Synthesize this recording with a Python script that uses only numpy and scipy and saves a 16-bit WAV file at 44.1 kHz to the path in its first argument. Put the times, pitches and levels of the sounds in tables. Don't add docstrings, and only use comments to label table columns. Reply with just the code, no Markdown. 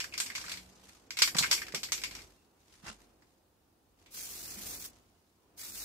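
import sys
import numpy as np
from scipy import signal
from scipy.fft import rfft, irfft
from scipy.io import wavfile
from scipy.ndimage import uniform_filter1d

SR = 44100
rng = np.random.default_rng(int(sys.argv[2]) if len(sys.argv) > 2 else 0)


def wrap_up_sound(samples):
    columns = np.atleast_2d(samples).T
    tamed = np.clip(columns, -1, 1)
    steps = np.round(tamed * 32767).astype(np.int16)
    wavfile.write(sys.argv[1], SR, steps)


def field_ratio(decibels):
    return 10 ** (np.asarray(decibels, dtype=float) / 20)


N = 257544


def evened(x):
    return x / np.sqrt(np.mean(x ** 2) + 1e-20)


def read(points, hz):
    f, value = np.transpose(points)
    return np.interp(np.log(hz + 1), np.log(f + 1), value)


def level(tables, column):
    t = np.arange(N) / SR
    return sum(field_ratio(np.interp(t, r[:, 0], r[:, column], -200, -200)) for r in map(np.array, tables))


def strokes(rows):
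    t, gain = np.arange(N) / SR, 0
    for s, db, rise, fall in rows:
        below = np.maximum((s - t) / max(rise, .005), (t - s) / max(fall, .005))
        gain = gain + field_ratio(db - 20 * below)
    return gain


def peaks_db(modes, hz):
    return sum(db / (1 + (2 * (hz - f) / width) ** 2) for f, width, db in modes)


def add(mix, s, sound):
    part = mix[:, round(s * SR):][:, :sound.shape[1]]
    part += sound[:, :part.shape[1]]


def noise(colour_db, patchy_db, size=512):
    # (frequency [Hz], correlation [0-1])
    likeness = [(60, 0.9), (150, 0.9), (380, 0.75), (950, 0.2), (2380, 0.03), (5980, 0.054), (15000, 0.02)]
    frames, hz = N * 4 // size + 5, np.fft.rfftfreq(size, 1 / SR)
    a, b, c, d, patches = rng.standard_normal((frames, len(hz), 5), dtype=np.float32).T
    patches = evened(uniform_filter1d(uniform_filter1d(patches, size=7, axis=0), size=12, axis=1))
    same = np.clip(read(likeness, hz), -1, 1)[:, None]
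    left = a + 1j * b
    right = same * left + np.sqrt(1 - same ** 2) * (c + 1j * d)
    z = np.array([left, right]) * field_ratio(colour_db(hz)[:, None] + patchy_db * patches)
    return evened(signal.istft(z, nperseg=size, noverlap=size * 3 // 4)[1][:, :N])


def grains(per_s, spread_db):
    hits = field_ratio(spread_db * rng.exponential(1, N)) * (rng.random(N) < per_s / SR)
    return evened(1 + signal.lfilter([1], [1, -np.exp(-1 / (.003 * SR))], hits))


def knocks():
    # (time [s], strength [dB], dome ring [dB], wall pitch [Hz])
    wall_hits = [(0.0024, -26, 8, 5200), (0.1386, -35, 12.5, 5040), (0.1782, -26.5, -2, 4680),
                 (0.2011, -20, -1, 8340), (0.2619, -32.5, 5, 5170), (0.3519, -30, 10.5, 6100),
                 (0.359, -32.5, -12, 4830), (0.413, -36, 3, 5230), (0.463, -39, 5, 4500),
                 (0.495, -34, 6, 4500), (0.5174, -31, 6, 4570), (0.572, -39, 7, 4170),
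                 (1.106, -32.5, 6.5, 5040), (1.1706, -28.5, 5, 3800), (1.1892, -22, 3.5, 5290),
                 (1.2199, -9, 3, 4830), (1.3673, -25, 1, 8100), (1.385, -14, -8.5, 4070),
                 (1.463, -32, 6.5, 3300), (1.513, -14, 1, 4790), (1.5284, -17.5, -3.5, 5200),
                 (1.5777, -33.5, 13, 4750), (1.7466, -23.5, 3.5, 5200), (1.8323, -26, 0, 4670),
                 (1.9202, -19, 0.5, 6300), (1.9773, -34.5, 5, 4860), (2.037, -25, 9, 5000),
                 (2.111, -39, 7.5, 4620), (2.151, -36.5, 5, 5400), (4.0612, -53.5, 9.5, 3450)]
    # (time [s], strength [dB], dome ring [dB], dome pitch [Hz])
    dome_hits = [(0.0417, -28, 13, 1630), (0.124, -42, 25, 2630), (0.3007, -31.5, 20.5, 1900),
                 (0.3194, -39, 13, 2280), (0.3797, -28, 10, 1490), (0.441, -35.5, 20, 1500),
                 (0.482, -33, 14.5, 1510), (0.539, -31.5, 4, 1970), (1.276, -17.5, 9.5, 1780),
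                 (1.3476, -25, 13, 1720), (1.4263, -19.5, 13.5, 2190), (1.434, -19, 17, 2230),
                 (1.4407, -22.5, 22.5, 1600), (1.6177, -26.5, 17, 1840), (1.6275, -35, 10, 2510),
                 (1.6674, -36.5, 15, 2530), (1.6827, -33.5, 14, 1640), (1.7222, -35, 11, 2040),
                 (1.8872, -38.5, 17, 2020), (2.0173, -31, 5.5, 2160), (2.138, -45, 13.5, 2190),
                 (2.1898, -38.5, 14.5, 2110), (2.218, -40.5, 2, 2030), (2.9903, -60.5, 17, 1250),
                 (3.2218, -55, 15.5, 1750)]
    out = np.zeros((2, N))
    for s, db, dome_db, wall_hz in wall_hits:
        t60 = 0.16 * field_ratio(-0.06 * (db + 28))
        add(out, s, field_ratio(db + 7.0) * blow(dome_db, 2250, wall_hz, t60))
    for s, db, dome_db, dome_hz in dome_hits:
        add(out, s, field_ratio(db + 1.5) * blow(dome_db, dome_hz, 5000, t60=0.11))
    return out


def blow(dome_db, dome_hz, wall_hz, t60):
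    # (frequency [Hz], level [dB])
    can_colour = [(290, -40), (500, -9.5), (855, -12), (974, -3.5), (1550, -5), (1900, -4.5), (2260, -2),
                  (3060, -2), (4660, -1.5), (7750, -4), (9920, -11.5), (13400, -10.5), (14700, -18),
                  (16000, -32.5)]
    # (frequency [Hz], width [Hz], height [dB])
    tin_modes = [(1570, 69, 4.5), (2190, 59, 2.5), (2410, 51, 3), (3420, 80, 2.5), (4400, 170, 0.5),
                 (4600, 47, 4.5), (5380, 98, 2.5), (5680, 66, 8.5), (6777, 52, 7.5), (7200, 260, 4),
                 (7870, 95, 6.5), (9960, 780, -2.5)]
    hz = np.fft.rfftfreq(4096, 1 / SR)
    rings = tin_modes + [(wall_hz, 1200, 7), (dome_hz, 1300, dome_db), (dome_hz, 300, 3)]
    click = causal(read(can_colour, hz) + peaks_db(rings, hz))
    ears = shed(-20.5, t60, rng.uniform(-1, 1, (4, 8192)))
    return signal.fftconvolve(click[None] / abs(click).max(), ears, axes=1)


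def causal(db):
    cepstrum = irfft(np.log(field_ratio(np.maximum(db, -100))))
    cepstrum[1:len(db) - 1] *= 2
    cepstrum[len(db):] = 0
    return irfft(np.exp(rfft(cepstrum)))[:len(db)]


def shed(wet_db, t60, draw):
    # (frequency [Hz], factor on t60)
    damping = [(500, 0.31), (2200, 1.184), (6000, 1.194), (14000, 2.1)]
    t = np.arange(draw.shape[1]) / SR
    dense = np.clip(0.016 + 30 * t, 0, 1)
    taps = np.sign(draw[:2]) * (draw[2:] > 1 - 2 * dense) / np.sqrt(dense)
    taps = taps * field_ratio(5 * np.exp(-t / .005))
    hz, s, z = signal.stft(taps, SR, nperseg=128)
    decay = field_ratio(wet_db - 60 * s / (t60 * read(damping, hz)[:, None]))
    tail = signal.istft(z * decay, SR, nperseg=128)[1]
    tail = tail * (t > 0.001)
    tail[0, 5] += 1
    tail[1, 0] += 1
    return tail * signal.windows.tukey(2 * len(t), .3)[len(t):]


def spray(dull):
    # (time [s], flow [dB])
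    presses = [
        [(4.106, -66), (4.146, -46), (4.212, -43), (4.274, -46), (4.63, -45.5), (4.74, -42.5), (4.792, -48.5),
         (4.854, -42), (4.91, -66)],
        [(5.562, -79), (5.578, -53.5), (5.594, -47.5), (5.632, -45), (5.734, -48.5), (5.766, -44), (5.84, -43)],
    ]
    # (frequency [Hz], level [dB])
    jet_colour = [(880, -12), (1500, -6.5), (1880, -10), (2370, -4), (2910, -4), (4240, 0), (6060, 2.5),
                  (9950, -0.5), (14800, 0), (15500, 1), (16000, -15.5)]
    # (time of peak [s], level [dB], time to rise 20 dB [s], time to fall 20 dB [s])
    crossings = [
        (4.59, -59, 0.056, 0.053),
        (5.632, -60, 0.048, 0.055),
    ]
    jet = noise(lambda hz: read(jet_colour, hz), patchy_db=1.3) * grains(3000, 1.5)
    flow = level(presses, 1)
    patter = field_ratio(27.5) * flow ** 2.107
    return flow * jet + (patter + strokes(crossings)) * dull


def rub(dull):
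    # (time of peak [s], level [dB], time to rise 20 dB [s], time to fall 20 dB [s])
    moves = [(0.53, -51.5, 0.8, 0.13), (0.72, -64.5, .5, .5), (0.845, -63, 0.02, 0.15),
             (0.885, -59, -0.05, 0.1), (1.5, -44.5, 0.18, 0.18), (2.17, -56, 0.12, 0.15),
             (2.26, -68.5, 1.1, 0.32), (2.62, -75.5, 0.1, 0.3), (2.745, -62, 0.1, 0.13),
             (2.895, -51.5, 0.05, 0.0932), (3.0, -70, -0.16, 0.24), (3.3, -77.5, 0.2, 0.2),
             (4.0, -75, 0.06, 0.4), (4.04, -80.5, .1, -0.6), (4.07, -66.5, -0.1, -0.1),
             (4.92, -68, .04, 0.23), (5.03, -79, 0.7, .25), (5.27, -82, 0.3, 1.5)]
    # (frequency [Hz], level [dB])
    rub_colour = [(290, -34), (500, -2), (784, -8.5), (906, 1.5), (1420, -2.5), (2290, -1.5), (6140, 0.5),
                  (14500, -12), (16000, -32.5)]
    bright = noise(lambda hz: read(rub_colour, hz), patchy_db=1.2) * grains(150, 0.3)
    return strokes(moves) * (bright + field_ratio(-16) * dull)


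def scrape():
    # (time of peak [s], level [dB], time to rise 20 dB [s], time to fall 20 dB [s])
    drags = [
        (2.87, -41.5, .025, 0.045),
        (2.9, -49, 0.05, 0.038),
    ]
    # (frequency [Hz], width [Hz], height [dB])
    frame_modes = [(833, 31, 15.5), (1430, 83, 0.5), (2000, 84, 5.5), (2745, 41, 15.5), (4270, 28, -0.5)]
    # (frequency [Hz], level [dB])
    frame_colour = [(240, -0.5), (400, -6), (906, -2), (1420, 2.5), (2320, -6), (2800, -4.5), (6150, -6),
                    (13700, -25.5), (16000, -55)]
    body = noise(lambda hz: peaks_db(frame_modes, hz) + read(frame_colour, hz), patchy_db=1.5)
    return strokes(drags) * grains(400, 0.8) * body


def bumps():
    # (time [s], peak [dB], pitch [Hz], t60 [s], rattle [dB])
    thuds = [(1.351, -31, 169, 0.045, -6), (1.384, -42, 149, 0.057, -23), (1.407, -32.5, 162, 0.042, -10),
             (1.738, -44.5, 160, 0.081, 2.5), (1.749, -51, 377, 0.1, -1), (1.774, -47, 213, 0.063, -28),
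             (2.836, -45, 181, 0.046, -28), (2.899, -53, 213, 0.14, -23), (4.57, -52.5, 203, 0.22, -21)]
    out, t = np.zeros((2, N)), np.arange(8000) / SR
    wood = signal.butter(2, [280, 1100], "bandpass", fs=SR, output="sos")
    pan_db = np.array([[.5], [-.5]]) * -5
    for s, db, hz, t60, rattle_db in thuds:
        push = np.sin(2 * np.pi * hz * t - np.array([[.4], [0]]))
        push = push + field_ratio(rattle_db) * evened(signal.sosfilt(wood, rng.standard_normal(len(t))))
        push = push * field_ratio(-60 * t / max(t60, .02)) * (1 - np.exp(-t / 0.0036))
        add(out, s, field_ratio(db + 5.5 + pan_db) * push)
    return out


def yard():
    # (time [s], level [dB])
    rumble_level = [
        [(0.0, -61), (0.48, -60), (0.95, -66.5), (1.2, -64), (1.4, -53), (1.73, -60.5), (2.2, -59),
         (2.36, -69.5), (2.744, -70), (2.966, -65.5), (3.4, -71.5), (3.914, -72), (4.312, -61), (4.7, -56),
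         (5.04, -69.5), (5.32, -73.5), (5.772, -62), (5.84, -60.5)],
    ]
    # (frequency [Hz], level [dB])
    rumble_colour = [(26, -29.5), (45, -8.5), (91, -5), (123, -11.5), (334, -8.5), (482, -13.5), (518, -13),
                     (596, -17), (736, -14), (2110, -29), (3000, -28), (3900, -54), (6600, -120)]
    # (time [s], pitch [Hz], level [dB])
    glides = [
        [(0.42, 176.3, -74.5), (0.514, 176.8, -64), (0.676, 186.5, -63.5), (0.752, 188, -77), (0.858, 189, -66),
         (0.95, 195, -85)],
        [(2.36, 2970, -101), (2.384, 2730, -79), (2.43, 2670, -86), (2.45, 2460, -101)],
    ]
    # (time [s], pitch [Hz])
    engine_hz = [(0.0, 59.64), (1.0, 58.02), (1.4, 55.37), (2.15, 50.6), (2.93, 47.33), (3.5, 41.27),
                 (4.7, 43.5), (5.84, 47.6)]
    # (time of peak [s], level [dB], time to rise 20 dB [s], time to fall 20 dB [s])
    engine_swells = [(0.41, -65, 0.16, 0.41), (1.32, -62, .25, .1), (2.15, -59.5, .7, 0.27),
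                     (2.93, -65.5, .25, .33), (4.72, -63.5, 1, 0.43), (5.83, -57, 0.14, .2)]
    # (frequency [Hz], level [dB])
    hiss_colour = [(710, -37.5), (1200, -4.5), (1550, -5.5), (2060, -13.5), (3640, -3.5), (8130, -6.5),
                   (13400, -7), (15000, -5.5)]
    t, tones = np.arange(N) / SR, 0
    for rows in glides:
        s, hz, db = np.transpose(rows)
        turns = np.cumsum(np.interp(t, s, hz)) / SR
        tones = tones + np.sqrt(2) * np.sin(2 * np.pi * turns) * level([rows], 2)
    turns = np.cumsum(np.interp(t, *np.transpose(engine_hz))) / SR
    tones = tones + np.sqrt(2) * np.sin(2 * np.pi * turns) * strokes(engine_swells)
    rumble = level(rumble_level, 1) * noise(lambda f: read(rumble_colour, f), patchy_db=1.0, size=2048)
    hiss = field_ratio(-76) * noise(lambda f: read(hiss_colour, f), patchy_db=1.0)
    return field_ratio(1.0) * rumble + tones + hiss


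def scene():
    dull = noise(lambda hz: peaks_db([(2000, 2800, 40)], hz), patchy_db=1.8)
    return knocks() + field_ratio(1) * (rub(dull) + scrape() + spray(dull)) + bumps() + yard()


def attacks(x):
    power = uniform_filter1d((np.diff(x, prepend=0) ** 2).mean(0), size=256) + 1e-14
    jump = power > np.roll(power, 256) * field_ratio(2 * 5)
    return 1. * (uniform_filter1d(1. * jump, size=1024) > 1e-6)


def thin_treble(x, keep, lowest=58):
    # (frequency [Hz], depth [dB])
    depth = [(2500, 5.5), (2900, 3.2), (4000, 2.5), (5000, 4.4), (8500, 5.5), (10000, 4.3), (13500, 4.5),
             (15300, 4)]
    masking = .42
    hz, t, z = signal.stft(x, SR, nperseg=1024, noverlap=768)
    power = uniform_filter1d((abs(z[:, lowest:]) ** 2).mean(0), size=5, axis=1) + 1e-24
    near = uniform_filter1d(power, size=40, axis=0)
    limit = near * (power.mean(0) / near) ** masking / field_ratio(2 * read(depth, hz[lowest:]))[:, None]
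    weak = 1. * (uniform_filter1d(power, size=3, axis=0) < limit)
    weak = uniform_filter1d(uniform_filter1d(weak, size=3, axis=0), size=5, axis=1) > .01
    lost = z * np.pad(weak, ((lowest, 0), (0, 0))) * np.interp(t, np.arange(N) / SR, keep)
    return x - .99 * signal.istft(lost, SR, nperseg=1024, noverlap=768)[1][:, :N]


def roll_off(x):
    return signal.sosfilt(signal.butter(12, 16520, fs=SR, output="sos"), x)


def record(dry):
    # (frequency [Hz], left over right [dB])
    port_balance = [(60, 1), (110, -1.5), (200, -2), (380, -1.5), (700, -1), (1290, -2.5), (2380, -0.5),
                    (4400, 3), (8120, -3), (15000, 1.5)]
    hz = np.fft.rfftfreq(N, 1 / SR)
    ports = field_ratio(read(port_balance, hz) * np.array([[.5], [-.5]]))
    ports = ports / np.sqrt(1 + (38 / (hz + 1)) ** 6)
    ports = ports * np.where(hz < 15750, 1, field_ratio(-18.5))
    squeezed = .6 * np.tanh(dry / .6)
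    heard = irfft(rfft(squeezed) * ports, N)
    heard = thin_treble(heard, keep=1 - attacks(heard))
    return roll_off(heard)


dry = scene()
out = record(dry)
wrap_up_sound(out)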